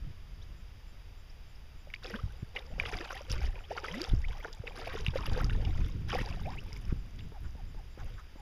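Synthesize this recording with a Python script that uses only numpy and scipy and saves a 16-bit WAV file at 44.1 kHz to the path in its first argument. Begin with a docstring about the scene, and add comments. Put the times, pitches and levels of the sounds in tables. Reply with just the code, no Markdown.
"""A small garden pool, close by: ducks paddle and dabble.
Feet and bills trap air that rings as bubbles: slosh, spray, drops, plops and rising gurgles.
Afterwards a duck peeps and rasps softly. Wind rumbles and thumps dully on the microphone;
a small bird chirps far off and a nearer one calls upward."""
import sys
import numpy as np
from scipy import signal
from scipy.fft import rfft, irfft, next_fast_len
from scipy.io import wavfile
from scipy.ndimage import uniform_filter1d

SR = 44100
rng = np.random.default_rng(int(sys.argv[2]) if len(sys.argv) > 2 else 0)


def int16_out(signal):
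    """Quantize to a 16-bit WAV file."""
    q = np.round(np.clip(np.atleast_2d(signal).T, -1, 1) * 32767)
    wavfile.write(sys.argv[1], SR, q.astype(np.int16))


N = 371222
TIME_S = np.arange(N) / SR
STEPS_S = np.arange(0, N / SR, .001)  # envelope grid
STIRRED_FROM_S = 1.85


def from_db(db):
    """Decibels to gain."""
    return 10 ** (np.asarray(db) / 20)


def rms_one(x):
    """Scale to unit power."""
    return x / np.sqrt(np.mean(x ** 2) + 1e-20)


def evened(x, span_s):
    """Unit power over every span; faster lumps stay."""
    return x / np.sqrt(np.abs(uniform_filter1d(x ** 2, int(span_s * SR) + 1)) + 1e-9)


def add(out, start_s, sound):
    """Mix a sound in at start_s."""
    i = max(0, int(start_s * SR))
    out[i:i + len(sound)] += sound[:max(0, N - i)]


def band(x, low_hz, high_hz, order=2):
    """Causal band-pass."""
    return signal.sosfilt(signal.butter(order, [low_hz, high_hz], "band", fs=SR, output="sos"), x)


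def colour_db(colour, hz):
    """Level of a colour (freq_hz, level_db), interpolated in log frequency."""
    freq_hz, level_db = np.transpose(colour)
    return np.interp(np.log(hz + 1e-6), np.log(freq_hz), level_db)


def noise(colour):
    """Unit-power coloured noise, rolled off above the last point."""
    size = next_fast_len(N)
    hz = np.arange(size // 2 + 1) * SR / size
    gain = from_db(colour_db(colour, hz)) / np.sqrt(1 + (hz / (2 * colour[-1][0])) ** 4)
    return rms_one(irfft(rfft(rng.standard_normal(size)) * gain, size)[:N])


def lumps(spread_db, count):
    """Gain wandering through count random values over the scene."""
    knots_s = np.linspace(0, TIME_S[-1], count)
    return from_db(np.interp(TIME_S, knots_s, spread_db * rng.standard_normal(count)))


def swell(full_s, hold_s, rise_s, fall_db_per_s):
    """Envelope on STEPS_S: rises until full_s, holds, dies away."""
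    attack = np.clip(1 + (STEPS_S - full_s) / rise_s, 0, 1)
    return attack * from_db(-fall_db_per_s * np.clip(STEPS_S - full_s - hold_s, 0, None))


def ring(hz, cycles, rise, onset_cycles=0.32):
    """Damped sine: dies 60 dB over cycles, sharpening by the fraction rise, as a surfacing bubble does."""
    life_samples = cycles / hz * SR
    progress = np.arange(int(life_samples) + 2) / life_samples
    onset = 1 - np.exp(-progress * cycles / onset_cycles)
    phase = 2 * np.pi * cycles * progress * (1 + rise * progress / 2)
    return onset * np.sin(phase) * np.exp(-np.log(1000) * progress)


def open_air(level_db=-62):
    """Faint, steady outdoor hiss."""
    # freq_hz, density_db
    air_colour = [(100, -7), (400, 5.5), (1000, 2), (2600, 1.5), (4000, -0.5), (4900, 2.5), (5600, -6.5),
                  (7000, -10.5), (9000, -13.5), (15000, -16.5)]
    return from_db(level_db) * noise(air_colour)


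def blowing(light_breeze_db=-48.5, light_buffet_db=-62, buffet_db_per_db=2.04):
    """Rumble and buffet gains: gusts ride on a slow breeze, whose buffeting grows faster than rumble."""
    # time_s, rumble_db
    breeze = [(0.0, -46.5), (0.89, -47.5), (4.05, -47.5), (4.17, -45.5), (4.59, -47.5), (5.51, -36),
              (6.02, -38.5), (8.42, -48.5)]
    # full_s, hold_s, rumble_db, buffet_db
    gusts = [(0.008, .07, -40.5, -50), (0.323, 0.21, -49, -55.5), (2.224, 0.078, -42, -55.5),
             (2.73, .21, -39.5, -49), (3.33, 0.17, -31, -52.5), (4.125, 0.042, -25, -46),
             (4.256, 0.044, -31.5, -54), (4.951, 0.32, -38.5, -51), (5.282, 0.55, -30.5, -40),
             (6.07, 0.41, -40, -46), (6.888, 0.05, -32, -43), (7.175, 0.071, -56, -46.5),
             (7.447, 0.031, -35.5, -50), (7.614, .18, -42.5, -54.5), (8.005, .11, -39.5, -50.5)]
    breeze_db = np.interp(STEPS_S, *np.transpose(breeze))
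    power = from_db([breeze_db, light_buffet_db + buffet_db_per_db * (breeze_db - light_breeze_db)]) ** 2
    for full_s, hold_s, rumble_db, buffet_db in gusts:
        gust = swell(full_s, hold_s, rise_s=0.049, fall_db_per_s=154)
        power += (from_db([[rumble_db], [buffet_db]]) * gust) ** 2
    return [np.interp(TIME_S, STEPS_S, gain) for gain in np.sqrt(power)]


def wind():
    """Large eddies rumble at the microphone port; smaller ones buffet it in uneven lumps."""
    # both: freq_hz, density_db
    rumble_colour = [(12, -1), (22, 1.5), (34, 3.5), (50, -2.5), (75, -6), (110, -17.5), (200, -42.5)]
    buffet_colour = [(50, -5), (90, 4), (140, -0.5), (220, -10), (350, -18), (700, -40.5), (1500, -36)]
    rumble_gain, buffet_gain = blowing()
    buffet = evened(lumps(spread_db=3, count=380) * noise(buffet_colour), span_s=0.16)
    rumble = evened(noise(rumble_colour), span_s=0.169)
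    return rumble_gain * rumble + buffet_gain * buffet


def wind_thumps(slap_hz=270, slap_delay_s=0.00297):
    """Dull thumps of wind hitting the microphone, each a low damped pulse with a slap."""
    # start_s, relative_db, pitch_hz, slap_offset_db
    hits = [(0.07, -38, 120, -26), (2.235, -28.5, 88, -32), (2.255, -33, 84, -20), (2.425, -32.5, 110, -4),
            (2.731, -48, 121, -2), (3.303, -35, 93, -3), (4.131, -25, 88, -1), (4.598, -33.5, 88, -19),
            (5.08, -24.5, 105, -16), (5.442, -46, 135, 14.5), (5.948, -31.5, 98, -12),
            (6.211, -42, 94.5, 13), (6.921, -29.5, 125, 4)]
    out, slap = np.zeros(N), ring(slap_hz, cycles=2.58, rise=.05)
    for start_s, relative_db, pitch_hz, slap_offset_db in hits:
        add(out, start_s, from_db(relative_db + 13.5) * ring(pitch_hz, cycles=3.36, rise=0.038))
        add(out, start_s + slap_delay_s, from_db(relative_db + slap_offset_db + 15.5) * slap)
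    return band(out, 27, 314)


def far_bird(length_s=0.067, low_hz=6850, arch_hz=420, trill_depth_hz=170, trill_hz=75, level_db=-70.5):
    """Thin arched chirps with a fast trill."""
    # start_s, end_s, interval_s
    bouts = [(.56, 3.75, .302), (4.15, 5.9, .51), (6.5, 8.42, .232)]
    out, age_s = np.zeros(N), np.arange(int(length_s * SR)) / SR
    arch = np.sin(np.pi * age_s / length_s)
    for start_s in np.concatenate([np.arange(*bout) for bout in bouts]):
        trill = np.sin(2 * np.pi * (trill_hz * age_s + rng.random()))
        pitch_hz = low_hz + arch_hz * arch + trill_depth_hz * trill
        add(out, start_s, from_db(level_db) * arch * np.sin(2 * np.pi * np.cumsum(pitch_hz) / SR))
    return out


def near_bird(fundamental_hz=1500, climb_hz_per_s=27000):
    """Thin upward calls, heard on their second and third harmonics."""
    # start_s, length_s, second_db, third_db
    calls = [(.412, 0.03, -54, -62), (1.293, 0.018, -76, -56.5), (1.55, .016, -74, -58)]
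    out = np.zeros(N)
    for start_s, length_s, second_db, third_db in calls:
        age_s = np.arange(int(length_s * SR)) / SR
        phase = 2 * np.pi * np.cumsum(fundamental_hz + climb_hz_per_s * age_s) / SR
        tone = from_db(second_db) * np.sin(2 * phase) + from_db(third_db) * np.sin(3 * phase)
        add(out, start_s, np.sin(np.pi * age_s / length_s) * tone)
    return out


def duck_peeps(length_s=0.07, jitter=0.6, overtone_db=-15):
    """Soft falling peeps, each opened by a noisy cluck."""
    # start_s, relative_db, top_hz
    calls = [(7.318, -39.5, 918), (7.550, -42.5, 947), (7.746, -43, 990), (7.975, -41, 901),
             (8.356, -42.5, 932)]
    peeps, clucks = np.zeros((2, N))
    progress = np.linspace(0, 1, int(length_s * SR))
    for start_s, relative_db, top_hz in calls:
        pitch_hz = top_hz * (1 - .36 * progress ** 2.2) * (1 + rng.normal(0, jitter, len(progress)))
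        phase = 2 * np.pi * np.cumsum(pitch_hz) / SR
        tone = np.sin(phase) + from_db(overtone_db) * np.sin(2 * phase)
        add(peeps, start_s, from_db(relative_db - 11.5) * np.sin(np.pi * progress ** 2) * tone)
        cluck = np.exp(-12 * progress) * rng.standard_normal(len(progress))
        add(clucks, start_s, from_db(relative_db + 12) * cluck)
    return peeps + band(clucks, 170, 630)


def duck_rasps(length_s=0.063):
    """Puffs of hoarse throat noise in two bands."""
    # start_s, relative_db
    rasps = [(6.876, -54), (7.424, -57), (7.973, -52), (8.162, -52)]
    throat, arch = np.zeros(N), signal.windows.hann(int(length_s * SR))
    for start_s, relative_db in rasps:
        add(throat, start_s, from_db(relative_db + 14) * arch * rng.standard_normal(len(arch)))
    return band(throat, 1120, 1750) + from_db(-16) * band(throat, 2100, 4800)


def spits(spray_gain, base_db=-65, spread_db=8, low_hz=4500, high_hz=14000, count=700):
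    """Tiny droplets tick on the surface, harder in the spray, faintly after it."""
    out, strength = np.zeros(N), (spray_gain / np.median(spray_gain)) ** 0.2
    for when, rarity, smallness in rng.random((count, 3)):
        start_s = STIRRED_FROM_S + when * (TIME_S[-1] - STIRRED_FROM_S)
        gain = strength[int(start_s * SR)] * from_db(base_db + spread_db * min(-np.log(1 - rarity), 3))
        add(out, start_s, gain * ring(low_hz * (high_hz / low_hz) ** smallness, cycles=12, rise=0))
    return out


def gurgles(spread_db=3.5):
    """A cavity in the wake shrinks shut: its note swells unevenly and climbs."""
    # start_s, length_s, start_hz, end_hz, level_db
    cavities = [(2.128, 0.041, 182, 249, -36), (2.184, 0.022, 1040, 1400, -43),
                (2.699, 0.048, 471, 855, -52.5), (2.934, 0.081, 238, 400, -49),
                (3.633, 0.0265, 2670, 3770, -53), (3.704, 0.02, 466, 1010, -33),
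                (3.899, 0.15, 135.7, 447, -39.5), (4.238, 0.017, 1750, 2580, -38.5),
                (4.4, 0.017, 1880, 2480, -46), (5.177, 0.043, 920, 1280, -44),
                (5.393, 0.021, 923, 1740, -39.5), (6.258, 0.027, 643, 1040, -44.5),
                (6.455, 0.052, 483, 1160, -36.5), (6.497, 0.06, 594, 1450, -50),
                (6.567, 0.034, 1850, 3350, -44.5)]
    out = np.zeros(N)
    for start_s, length_s, start_hz, end_hz, level_db in cavities:
        progress = np.linspace(0, 1, int(length_s * SR))
        phase = 2 * np.pi * np.cumsum(start_hz * (end_hz / start_hz) ** progress) / SR
        wobble_db = np.interp(progress, np.linspace(0, 1, 10), rng.normal(0, spread_db, 10))
        arch = np.sin(np.pi * progress ** 1.11)
        add(out, start_s, from_db(level_db + wobble_db) * arch * np.sin(phase))
    return out


def plops(cycles=19, fragments=3):
    """A foot or bill traps a large air pocket, which rings and breaks up."""
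    # start_s, relative_db, pitch_hz
    pockets = [(1.872, -50.5, 574), (2.105, -54, 600), (2.781, -45, 536), (2.93, -38, 417),
               (3.006, -40, 338), (3.209, -41, 567), (3.765, -40, 760), (3.833, -45, 385),
               (4.451, -40, 447), (4.638, -41, 480), (4.872, -34.5, 664), (4.952, -34, 431),
               (5.157, -26, 524), (5.375, -31, 467), (6.148, -30.5, 490)]
    out = np.zeros(N)
    for start_s, relative_db, pitch_hz in pockets:
        add(out, start_s, from_db(relative_db + 7) * ring(pitch_hz, cycles, rise=0.067))
        delays_s = rng.uniform(0.00208, 0.017, fragments)
        fragments_hz = pitch_hz * np.exp(rng.normal(0.29, 0.756, fragments))
        for delay_s, hz in zip(delays_s, fragments_hz):
            add(out, start_s + delay_s, from_db(relative_db - 18) * ring(hz, cycles, rise=.15))
    return out


def drops(cycles=28, splatter_s=.006, splatters=6):
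    """A drop cracks on the surface and traps a bubble; its splatter traps a few more."""
    # start_s, relative_db, pitch_hz, splatter_offset_db
    impacts = [(1.902, -41, 2240, -19), (1.9384, -31, 2800, -4.5), (1.9401, -29.5, 2210, -35),
               (2.0344, -39, 3750, 3.5), (2.141, -29.5, 1530, -13), (2.562, -28.5, 2320, -1.5),
               (2.7992, -16, 2360, -28), (2.8525, -37, 2770, 4.5), (2.9366, -31, 2360, -5),
               (2.987, -32, 3550, -19), (3.1061, -30.5, 1490, -7), (3.299, -30, 4530, -5.5),
               (3.3166, -22.5, 5230, -8), (3.7762, -30, 1430, -4.5), (3.8432, -31.5, 1500, -5.5),
               (4.0168, -19.5, 4680, -28), (4.2836, -38.5, 3230, -5), (4.4469, -29, 1470, -10.5),
               (4.529, -34, 4900, -6.5), (4.6705, -32.5, 2600, -4.5), (4.8764, -33, 2340, -15),
               (5.0647, -19, 2750, -18.5), (5.2666, -30, 2780, -17), (5.4442, -27, 4930, -19),
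               (5.4953, -39, 2320, 3.5), (5.531, -40, 2750, -11), (5.6498, -35.5, 3260, -2.5),
               (6.098, -34.5, 2090, 2), (6.7297, -33, 5160, -24), (7.1886, -47.5, 3300, 4.5)]
    out, cracks = np.zeros((2, N))
    for start_s, relative_db, pitch_hz, splatter_offset_db in impacts:
        add(out, start_s, from_db(relative_db + 2.5) * ring(pitch_hz, cycles, rise=0.03))
        crack = rng.standard_normal(200) * np.exp(-np.arange(200) / 40)
        hardness = pitch_hz / 3000  # small fast drops crack hardest
        add(cracks, start_s, from_db(relative_db - 17) * hardness * crack)
        delays_s = .001 + rng.exponential(splatter_s, splatters)
        pitches_hz = np.minimum(pitch_hz * np.exp(rng.normal(0, 0.28, splatters)), SR / 4)
        levels_db = relative_db + splatter_offset_db + rng.normal(0, 2.5, splatters)
        for delay_s, hz, db in zip(delays_s, pitches_hz, levels_db):
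            add(out, start_s + delay_s, from_db(db) * ring(hz, cycles, rise=.1))
    return out + band(cracks, 1500, 9400, order=1)


def bubble_cloud(colour, cycles, spread_db, count):
    """Bubbles of all sizes born at random, small ones more often; unit power."""
    out, low_hz, high_hz = np.zeros(N), colour[0][0], colour[-1][0]
    for when, smallness, rarity, life, depth in rng.random((count, 5)):
        start_s = STIRRED_FROM_S + when * (TIME_S[-1] - STIRRED_FROM_S)
        hz = low_hz * (high_hz / low_hz) ** (smallness ** 0.8064)
        gain = from_db(colour_db(colour, hz) + spread_db * min(-np.log(1 - rarity), 4)) * hz ** .8
        add(out, start_s, gain * ring(hz, cycles * (.4 + life), rise=.35 * depth ** 2))
    return rms_one(out)


def stirring(rise_s=0.023, lapping_db=-12.5):
    """Slosh and spray gains: each stroke of a foot or bill settles fast and leaves the water lapping."""
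    # full_s, hold_s, slosh_db, spray_db
    strokes = [(2.043, 0.11, -46.5, -53), (2.562, 0.0094, -46, -52.5), (2.655, 0.13, -63, -84),
               (2.804, 0.25, -47.5, -50.5), (3.106, .07, -48.5, -52), (3.3, 0.16, -49, -53.5),
               (3.553, 0.032, -53.5, -61), (3.712, 0.0047, -42, -54.5), (3.77, 0.011, -49, -53),
               (3.841, 0.24, -48.5, -49.5), (4.293, .1, -53.5, -60.5), (4.444, 0.02, -47.5, -58.5),
               (4.671, 0.03, -50, -59), (4.767, 0.23, -46, -52), (5.048, 0.038, -57, -54),
               (5.142, 0.21, -46.5, -52), (5.36, 0.055, -41.5, -54), (5.53, 0.16, -50.5, -62),
               (5.72, 0.17, -56, -60), (6.094, 0.12, -48.5, -47), (6.137, 0.013, -35, -49),
               (6.224, 0.11, -70, -56.5), (6.451, 0.074, -52.5, -59.5), (6.692, 0.072, -63, -61),
               (6.84, 0.069, -72, -66), (7.983, .15, -62, -67.5)]
    power = np.full((2, len(STEPS_S)), 1e-12)
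    for full_s, hold_s, slosh_db, spray_db in strokes:
        stroke = swell(full_s, hold_s, rise_s, fall_db_per_s=219)
        lapping = from_db(lapping_db) * swell(full_s, hold_s, rise_s, fall_db_per_s=26.5)
        power += (from_db([[slosh_db], [spray_db]]) * np.maximum(stroke, lapping)) ** 2
    return [np.interp(TIME_S, STEPS_S, gain) for gain in np.sqrt(power)]


def churn(slosh_gain, spray_gain, wash_db=-5):
    """Large bubbles slosh; small ones and a wash of bursting films make flurries of spray."""
    # both: freq_hz, density_db
    slosh_colour = [(200, -9), (330, -2), (480, 13), (620, -4.5), (760, 10), (1000, -2), (1350, 0.5),
                    (1800, -4.5), (3000, -33)]
    spray_colour = [(800, -5), (1400, -2.5), (2500, 3), (3600, -2), (5000, -1), (6500, -17), (9000, -24),
                    (11500, -18.5), (15000, -69)]
    slosh = evened(bubble_cloud(slosh_colour, cycles=37, spread_db=1.5, count=2100), span_s=0.032)
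    fizz = evened(bubble_cloud(spray_colour, cycles=38, spread_db=5.5, count=9500), span_s=0.046)
    wash = from_db(wash_db) * noise(spray_colour)
    spray = evened((fizz + wash) * lumps(spread_db=3, count=700), span_s=0.11)
    return from_db(-1) * slosh_gain * slosh + from_db(4) * spray_gain * spray


def scene():
    """Water and duck close by, over wind, birds and open air; mono."""
    slosh_gain, spray_gain = stirring()
    water = churn(slosh_gain, spray_gain) + spits(spray_gain) + drops() + plops() + gurgles()
    duck = duck_peeps() + duck_rasps()
    return (water + duck + wind() + wind_thumps() + far_bird() + near_bird() + open_air())[None]


def record(dry, cutoff_hz=15300):
    """The recorder's notch filters cut dips in the treble, then a steep low-pass."""
    # centre_hz, width_hz
    notches = [(4230, 730), (7950, 1760), (8830, 690), (12620, 420)]
    for centre_hz, width_hz in notches:
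        dry = signal.lfilter(*signal.iirnotch(centre_hz, centre_hz / width_hz, fs=SR), dry)
    return signal.sosfilt(signal.ellip(10, .1, 70, cutoff_hz, fs=SR, output="sos"), dry)


dry = scene()
out = record(dry)
int16_out(out)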